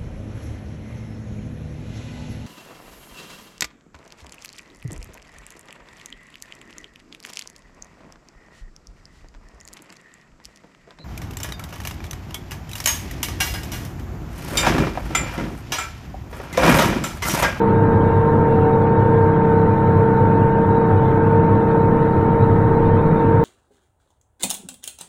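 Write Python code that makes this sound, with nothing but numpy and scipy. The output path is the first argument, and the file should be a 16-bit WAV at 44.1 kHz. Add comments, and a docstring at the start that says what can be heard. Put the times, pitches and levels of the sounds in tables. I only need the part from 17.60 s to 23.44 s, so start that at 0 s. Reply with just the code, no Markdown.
"""From the start a tractor pulls a disc mower through hay; the microphone sits in a closed housing on the tractor.
One driveline speed sets the engine drone, the fan and the gear whine all through; random noise makes panels roar.
The frame booms in random swells, and faint tones peep, mostly in the first second.
Thick hay slows the drive, most of all near 3.4 s; the deep thump is weakest at 1.5 s and strongest at 5.3 s.
The housing muffles the treble throughout, down to the recorder's own hiss."""
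import sys
import numpy as np
from scipy import signal
from scipy.fft import rfft, irfft
from scipy.io import wavfile
from scipy.ndimage import uniform_filter1d

SR = 44100
rng = np.random.default_rng(int(sys.argv[2]) if len(sys.argv) > 2 else 0)


def wav_out(sig):
    """Save sig, one row per channel (or a flat mono array), as 16-bit PCM at SR to the path in sys.argv[1]."""
    wavfile.write(sys.argv[1], SR, np.round(np.clip(np.atleast_2d(sig).T, -1, 1) * 32767).astype(np.int16))


N = 257544  # length of the sound [samples]


def undb(db):
    """Turn a level in dB into a plain gain."""
    return 10 ** (np.asarray(db) / 20)


def curves(table):
    """Draw straight lines between the rows of a table: one value per sample for each column after the time."""
    times, *columns = np.transpose(table)
    return [np.interp(np.arange(N) / SR, times, column) for column in columns]


def walk(rate):
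    """A smooth random curve of mean 0 and spread 1, with `rate` fresh random values a second."""
    hold = int(SR / rate)
    steps = np.repeat(rng.standard_normal(N // hold + 1), hold)
    # two running averages turn the steps into smooth slopes
    curve = uniform_filter1d(uniform_filter1d(steps, hold), hold)[:N]
    return (curve - curve.mean()) / curve.std()


def tone(turns, db, waver_db, slip):
    """A sine locked to a shaft; its level (dB) and phase (slip, radians) waver as loads shift."""
    level_db = db + waver_db * (walk(9) + 0.68 * walk(40))
    phase = 2 * np.pi * turns + slip * walk(14)
    return np.sqrt(2) * undb(level_db) * np.sin(phase)


def resonance(hz, at, width):
    """Bell curve of a resonance: 1 at its pitch, one half at the edges of its width."""
    return 1 / (1 + (2 * (hz - at) / width) ** 2)


def noise(colour, peaks=(), gate=1):
    """White noise, gated in time, then filtered to a (Hz, dB per Hz) colour with resonances on top."""
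    hz = np.fft.rfftfreq(N, 1 / SR) + 1  # 1 Hz up, so that the logarithm exists
    colour_hz, colour_db = np.transpose(colour)
    db = np.interp(np.log(hz), np.log(colour_hz), colour_db)
    for at, width, rise_db in peaks:
        db = db + rise_db * resonance(hz, at, width)
    white = rfft(gate * rng.standard_normal(N))
    return irfft(white * undb(db), N) * np.sqrt(SR / 2)  # the root makes the levels count per Hz


def surges(table):
    """Tones that swell and fade, each straying about its own pitch; also returns how fully a surge is on."""
    edge_s = 0.032  # rise and fall time; start and end are the half-way points
    t, sound, on = np.arange(N) / SR, np.zeros(N), np.zeros(N)
    stray = 0.4 * walk(25)  # shared phase wander [radians]
    for start, length, db, hz in table:
        inside = np.minimum(t - start, start + length - t) / edge_s + 0.5
        shape = np.sin(np.pi / 2 * np.clip(inside, 0, 1)) ** 2
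        phase = 2 * np.pi * (hz * t + rng.random()) + stray
        sound += np.sqrt(2) * undb(db) * shape * np.cos(phase)
        on = np.maximum(on, shape)
    return sound, on


def peeps():
    """Brief faint tones above the whine's octave, each a sine that swells and fades."""
    # faint tones: (start [s], length [s], level [dB], pitch [Hz])
    faint_tones = [(.38, 0.057, -41, 1036), (.63, .09, -34.5, 1045), (.74, 0.059, -37.5, 1036),
                   (.88, .08, -55, 2740), (.99, .05, -56, 2755), (2.72, .12, -41, 1100),
                   (3.92, 0.045, -36, 1100), (5.37, 0.06, -37, 1035)]
    sound, _ = surges(faint_tones)
    return sound


def fan(shaft):
    """Blades pass seven times a turn of the belt-driven shaft, which adds a hum at other multiples."""
    # fan tones: (multiple of the shaft rate, level [dB])
    fan_tones = [(3, -40), (5, -32), (7, -29), (8, -40), (9, -43.5), (10, -41.5), (14, -49)]
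    return sum(tone(k * shaft, db, waver_db=0.47, slip=0.11) for k, db in fan_tones)


def waver_in_bands(rattle):
    """The treble above 1 kHz wavers at random in narrow bands, most deeply high up."""
    # depth of each band's own wavering: (pitch [Hz], depth [dB])
    waver_depth = [(1000, 1.5), (2100, 2.0), (2700, 4.5), (4600, 5.5)]
    waver_hz, waver_db = np.transpose(waver_depth)
    edges_hz = np.geomspace(1000, 4800, 57)
    shared_db = 0.22 * walk(2.2) + 0.27 * walk(7.9) + 0.44 * walk(120)
    sound = rattle
    for low, high in zip(edges_hz, edges_hz[1:]):
        band = signal.sosfiltfilt(signal.butter(2, (low, high), "band", fs=SR, output="sos"), rattle)
        depth_db = np.interp(low, waver_hz, waver_db)
        gain = undb(shared_db + depth_db * walk(32))
        gain = gain / np.sqrt(np.mean(gain ** 2))  # keeps the average power of the gain at 1
        sound = sound + (gain - 1) * band  # swaps the steady band for the wavering one
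    return sound


def roar(crank):
    """Panels rattled by blades and combustion: noise lifted at every firing, two a turn of the crank."""
    # colour of the roar before its overall gain: (pitch [Hz], level [dB per Hz])
    colour = [(20, -52), (60, -54.5), (75, -51.5), (100, -49), (128, -49), (190, -48.5), (250, -51.5),
              (400, -49.5), (600, -55), (1000, -58.5), (1800, -69.5), (2200, -74), (3000, -86), (3900, -91),
              (4600, -101)]
    # panel resonances on the roar: (pitch [Hz], width [Hz], rise [dB])
    panels = [(95, 6.5, 5), (116, 12, 5), (174, 8.7, 3), (235, 21, 4.5), (283.5, 24, 8), (354, 23, -0.5),
              (460, 30, 0), (493, 46, 5), (850, 31, 4), (922, 26, 6), (1105, 56, 3), (1291, 46, 7.5),
              (1505, 20, 4.5), (1630, 69, 3.5), (1790, 70, 6), (3860, 340, 4.5)]
    # gain of the deepest thump: (time [s], level [dB])
    jolts = [(0, 2), (1, 2.5), (1.5, -7.5), (2, 0), (4.5, 0.5), (5.3, 10), (5.84, 2)]
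    firing = 1 + 0.059 * np.cos(4 * np.pi * crank)
    muffled = colour + [(6000, -122)]  # the closed housing lets little treble in
    sound = undb(-2.5) * noise(muffled, panels, firing)
    # thump, body and rattle swell each in their own time
    thump = signal.sosfiltfilt(signal.butter(2, 55, fs=SR, output="sos"), sound)
    rattle = signal.sosfiltfilt(signal.butter(2, 1000, "high", fs=SR, output="sos"), sound)
    body = sound - thump - rattle
    thump_db = curves(jolts)[0]
    return undb(thump_db) * thump + undb(0.5 * walk(5.9)) * body + waver_in_bands(rattle)


def boom(at, width, db):
    """A frame mode: random shaking makes it hum and surge; a surge takes the place of the hum."""
    # loudest surges of all the frame modes: (start [s], length [s], level [dB], pitch [Hz])
    loud_surges = [(0.172, 0.1, -27, 151.2), (0.232, 0.047, -18.5, 104.3), (0.358, 0.03, -16, 107.7),
                   (0.42, 0.078, -19.5, 99), (0.54, 0.083, -17, 101), (0.656, 0.17, -23, 151.6),
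                   (0.97, 0.076, -20, 98.7), (1, 0.051, -20.5, 151.7), (1.377, 0.094, -17, 104.4),
                   (1.474, 0.12, -29, 149.5), (1.558, 0.085, -18, 101.3), (1.764, 0.053, -22.5, 107),
                   (2.08, 0.065, -18.5, 102.8), (2.345, 0.091, -16.5, 99.8), (2.605, 0.085, -17.5, 104.3),
                   (2.793, 0.065, -17.5, 104.4), (3.066, 0.052, -17, 100.2), (3.31, 0.089, -15.5, 100.4),
                   (3.396, 0.063, -26, 150), (3.448, 0.068, -20.5, 99), (3.617, 0.1, -20.5, 103),
                   (3.74, 0.069, -18, 101.3), (3.791, 0.054, -20.5, 147.4), (3.883, 0.092, -17, 101.4),
                   (4.239, 0.054, -18.5, 101), (4.565, 0.037, -17.5, 98), (4.684, .05, -22, 163),
                   (4.819, 0.024, -15, 112), (4.897, 0.058, -17, 105.5), (4.976, 0.11, -19, 106.8),
                   (5.213, 0.092, -20, 98.6), (5.3, 0.1, -18, 100.2), (5.435, 0.03, -15.5, 150),
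                   (5.496, 0.049, -16, 156), (5.59, 0.22, -24.5, 150.2), (5.658, 0.055, -18.5, 104.7),
                   (5.74, 0.056, -17, 105)]
    hz = np.fft.rfftfreq(N, 1 / SR)
    hum = irfft(rfft(rng.standard_normal(N)) * resonance(hz, at, width), N)
    # this mode takes the surges less than two widths away
    near = [row for row in loud_surges if abs(row[-1] - at) < 2 * width]
    surging, on = surges(near)
    return undb(db) * hum / hum.std() * (1 - on) + surging


def engine(crank):
    """Tones at whole and half multiples of the crank, in step as in a pulse; timing gears hum brokenly."""
    # steady drone: (multiple of the crank rate, level [dB])
    orders = [(1, -43), (2, -36.5), (6.5, -38), (7, -38), (8.5, -37), (10, -43), (11, -40.5), (12, -40),
              (13, -43), (16.5, -41), (18, -41), (30, -48.5), (42, -51.5)]
    # swell of the strongest multiples: (time [s], fourth [dB], fifth [dB], sixth [dB])
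    throb_levels = [(0.0, -23, -39, -24.5), (0.18, -28.5, -26, -27), (1.59, -24.5, -28, -29.5),
                    (2.05, -29, -21.5, -27), (2.13, -29, -44, -27), (2.28, -23.5, -23.5, -26.5),
                    (2.55, -23, -33.5, -27), (2.6, -22, -41, -26), (2.7, -26, -25, -26),
                    (3.09, -30, -26.5, -25), (3.3, -24, -26, -29), (3.38, -32, -36, -31.5),
                    (3.45, -20, -33, -26.5), (3.84, -35, -22, -30.5), (3.92, -27, -32.5, -22),
                    (4.28, -27.5, -22, -29.5), (4.8, -25.5, -34.5, -27), (4.94, -34, -24, -30),
                    (5.06, -25, -23.5, -31.5), (5.73, -29.5, -29, -28), (5.79, -21, -18.5, -34),
                    (5.84, -39, -31, -30.5)]
    # teeth of each timing gear: one count per gear
    teeth_counts = (23, 31, 44, 46, 48)
    # swell of the timing gears: (time [s], then one level [dB] for each gear)
    timing_levels = [(0.0, -34, -36, -51, -47, -37), (0.06, -39, -40, -47.5, -52, -54),
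                     (0.13, -39, -43, -44.5, -49, -40), (0.78, -39, -39.5, -49, -52.5, -43),
                     (0.99, -33, -50, -51.5, -49, -44), (1.06, -32, -40, -43, -51, -42),
                     (1.12, -31, -43, -49, -51, -43.5), (1.22, -39, -54, -45, -50, -47.5),
                     (1.59, -41, -35, -47, -50, -41), (1.97, -33.5, -47, -46, -41, -48.5),
                     (2.37, -42.5, -38, -49.5, -49.5, -43.5), (2.54, -38.5, -52, -42, -43, -42.5),
                     (3.25, -39, -41.5, -49, -47, -43.5), (3.32, -29, -37, -46, -44, -40),
                     (3.35, -33, -41.5, -46.5, -47, -48.5), (3.69, -44, -43, -44.5, -48, -42.5),
                     (4.5, -37.5, -44, -49.5, -54, -48.5), (4.9, -41, -40.5, -52, -49.5, -51),
                     (4.91, -50, -49, -54.5, -50, -51), (5.06, -36, -45, -50, -48, -48),
                     (5.3, -44.5, -44, -52.5, -50, -47), (5.84, -39.5, -48.5, -52.5, -50, -50)]
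    # high multiples slip more
    drone = sum(tone(k * crank, db, waver_db=0.6, slip=0.25 + 0.02 * k) for k, db in orders)
    throb = sum(tone(k * crank, db, waver_db=1.06, slip=0.61)
                for k, db in enumerate(curves(throb_levels), start=4))
    timing = sum(tone(teeth * crank, db, waver_db=1.53, slip=1.4)
                 for teeth, db in zip(teeth_counts, curves(timing_levels)))
    return drone + throb + timing


def gears(mesh):
    """Meshing teeth whine with an octave; shafts that run out of true put side tones by the whine."""
    # swell of the gear tones: (time [s], whine [dB], octave [dB])
    whine_levels = [(0.05, -22.5, -23.5), (0.4, -20, -26.5), (0.53, -22.5, -24.5), (0.66, -19.5, -24.5),
                    (0.75, -23, -25.5), (1.01, -19, -25.5), (1.17, -22, -25), (1.52, -23.5, -23.5),
                    (1.57, -19, -29), (1.6, -19, -24.5), (1.76, -21, -25), (1.8, -23.5, -24.5),
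                    (2.03, -20, -25.5), (2.16, -24, -25), (2.52, -18.5, -25.5), (2.6, -22.5, -23),
                    (3.7, -21, -26.5), (3.73, -18.5, -23), (3.97, -23, -25.5), (4.28, -20.5, -25.5),
                    (4.36, -23.5, -27.5), (4.63, -22.5, -25.5), (5.37, -21, -27), (5.59, -23, -26),
                    (5.64, -21.5, -25.5), (5.8, -22, -25)]
    # other gear tones: (multiple of the meshing rate, level [dB])
    gear_tones = [(.0391, -42), (.9607, -53), (.9167, -45), (1.0393, -45), (1.0833, -34), (1.8648, -44),
                  (1.9004, -42), (1.9167, -46), (2.0393, -39), (2.0833, -43), (3, -47), (3.0393, -56),
                  (4, -54.5)]
    whine_db, octave_db = curves(whine_levels)
    whine = tone(mesh, whine_db, waver_db=0.88, slip=0.41)
    octave = tone(2 * mesh, octave_db, waver_db=0.42, slip=0.39)
    # each of the other tones starts at its own random angle
    others = sum(tone(k * mesh + rng.random(), db, waver_db=2.5, slip=0.7) for k, db in gear_tones)
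    return whine + octave + others


def scene():
    """All the shafts share one driveline speed, counted in teeth meshed from a random start."""
    # drive gear, slowing in thick hay: (time [s], tooth meshing rate [Hz])
    drive = [(0, 455.3), (.43, 456.1), (.75, 456), (1.2, 454.3), (1.55, 456.1), (2.05, 453), (2.27, 454.7),
             (2.53, 452.5), (2.7, 454.3), (3.1, 456.2), (3.23, 455.1), (3.4, 451.2), (3.51, 451.3),
             (3.7, 454.7), (4.05, 455.9), (4.5, 456.5), (5.84, 456.7)]
    # frame modes kept humming by random shaking: (pitch [Hz], width [Hz], level [dB])
    frame = [(101.2, 8.8, -25.5), (150, 21, -31)]
    mesh = np.cumsum(curves(drive)[0]) / SR + 1000 * rng.random()
    crank = mesh / 13.715  # teeth meshed per crank turn
    fan_shaft = mesh / 10.053  # teeth meshed per fan turn
    booms = sum(boom(at, width, db) for at, width, db in frame)
    sound = peeps() + fan(fan_shaft) + roar(crank) + booms + engine(crank) + gears(mesh)
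    return sound[None]


def record(dry):
    """Peaks round off softly, a faint hiss fills the treble, and the top is cut."""
    # colour of the hiss: (pitch [Hz], level [dB per Hz])
    hiss_colour = [(3000, -108), (7200, -106), (7800, -110), (8200, -104), (16000, -106)]
    level_db = -9 * np.clip(walk(32) - 0.8, 0, 2)
    hiss = undb(level_db) * noise([(1500, -130)] + hiss_colour)
    sound = np.tanh(0.43 * dry) / 0.37 + hiss
    fade_in = np.clip(np.arange(N) / SR / 0.004, 0, 1)  # 4 ms
    top_cut = signal.ellip(10, 0.2, 80, 15750, fs=SR, output="sos")  # steep cut above 15750 Hz
    return signal.sosfilt(top_cut, fade_in * sound)


dry = scene()
out = record(dry)
wav_out(out)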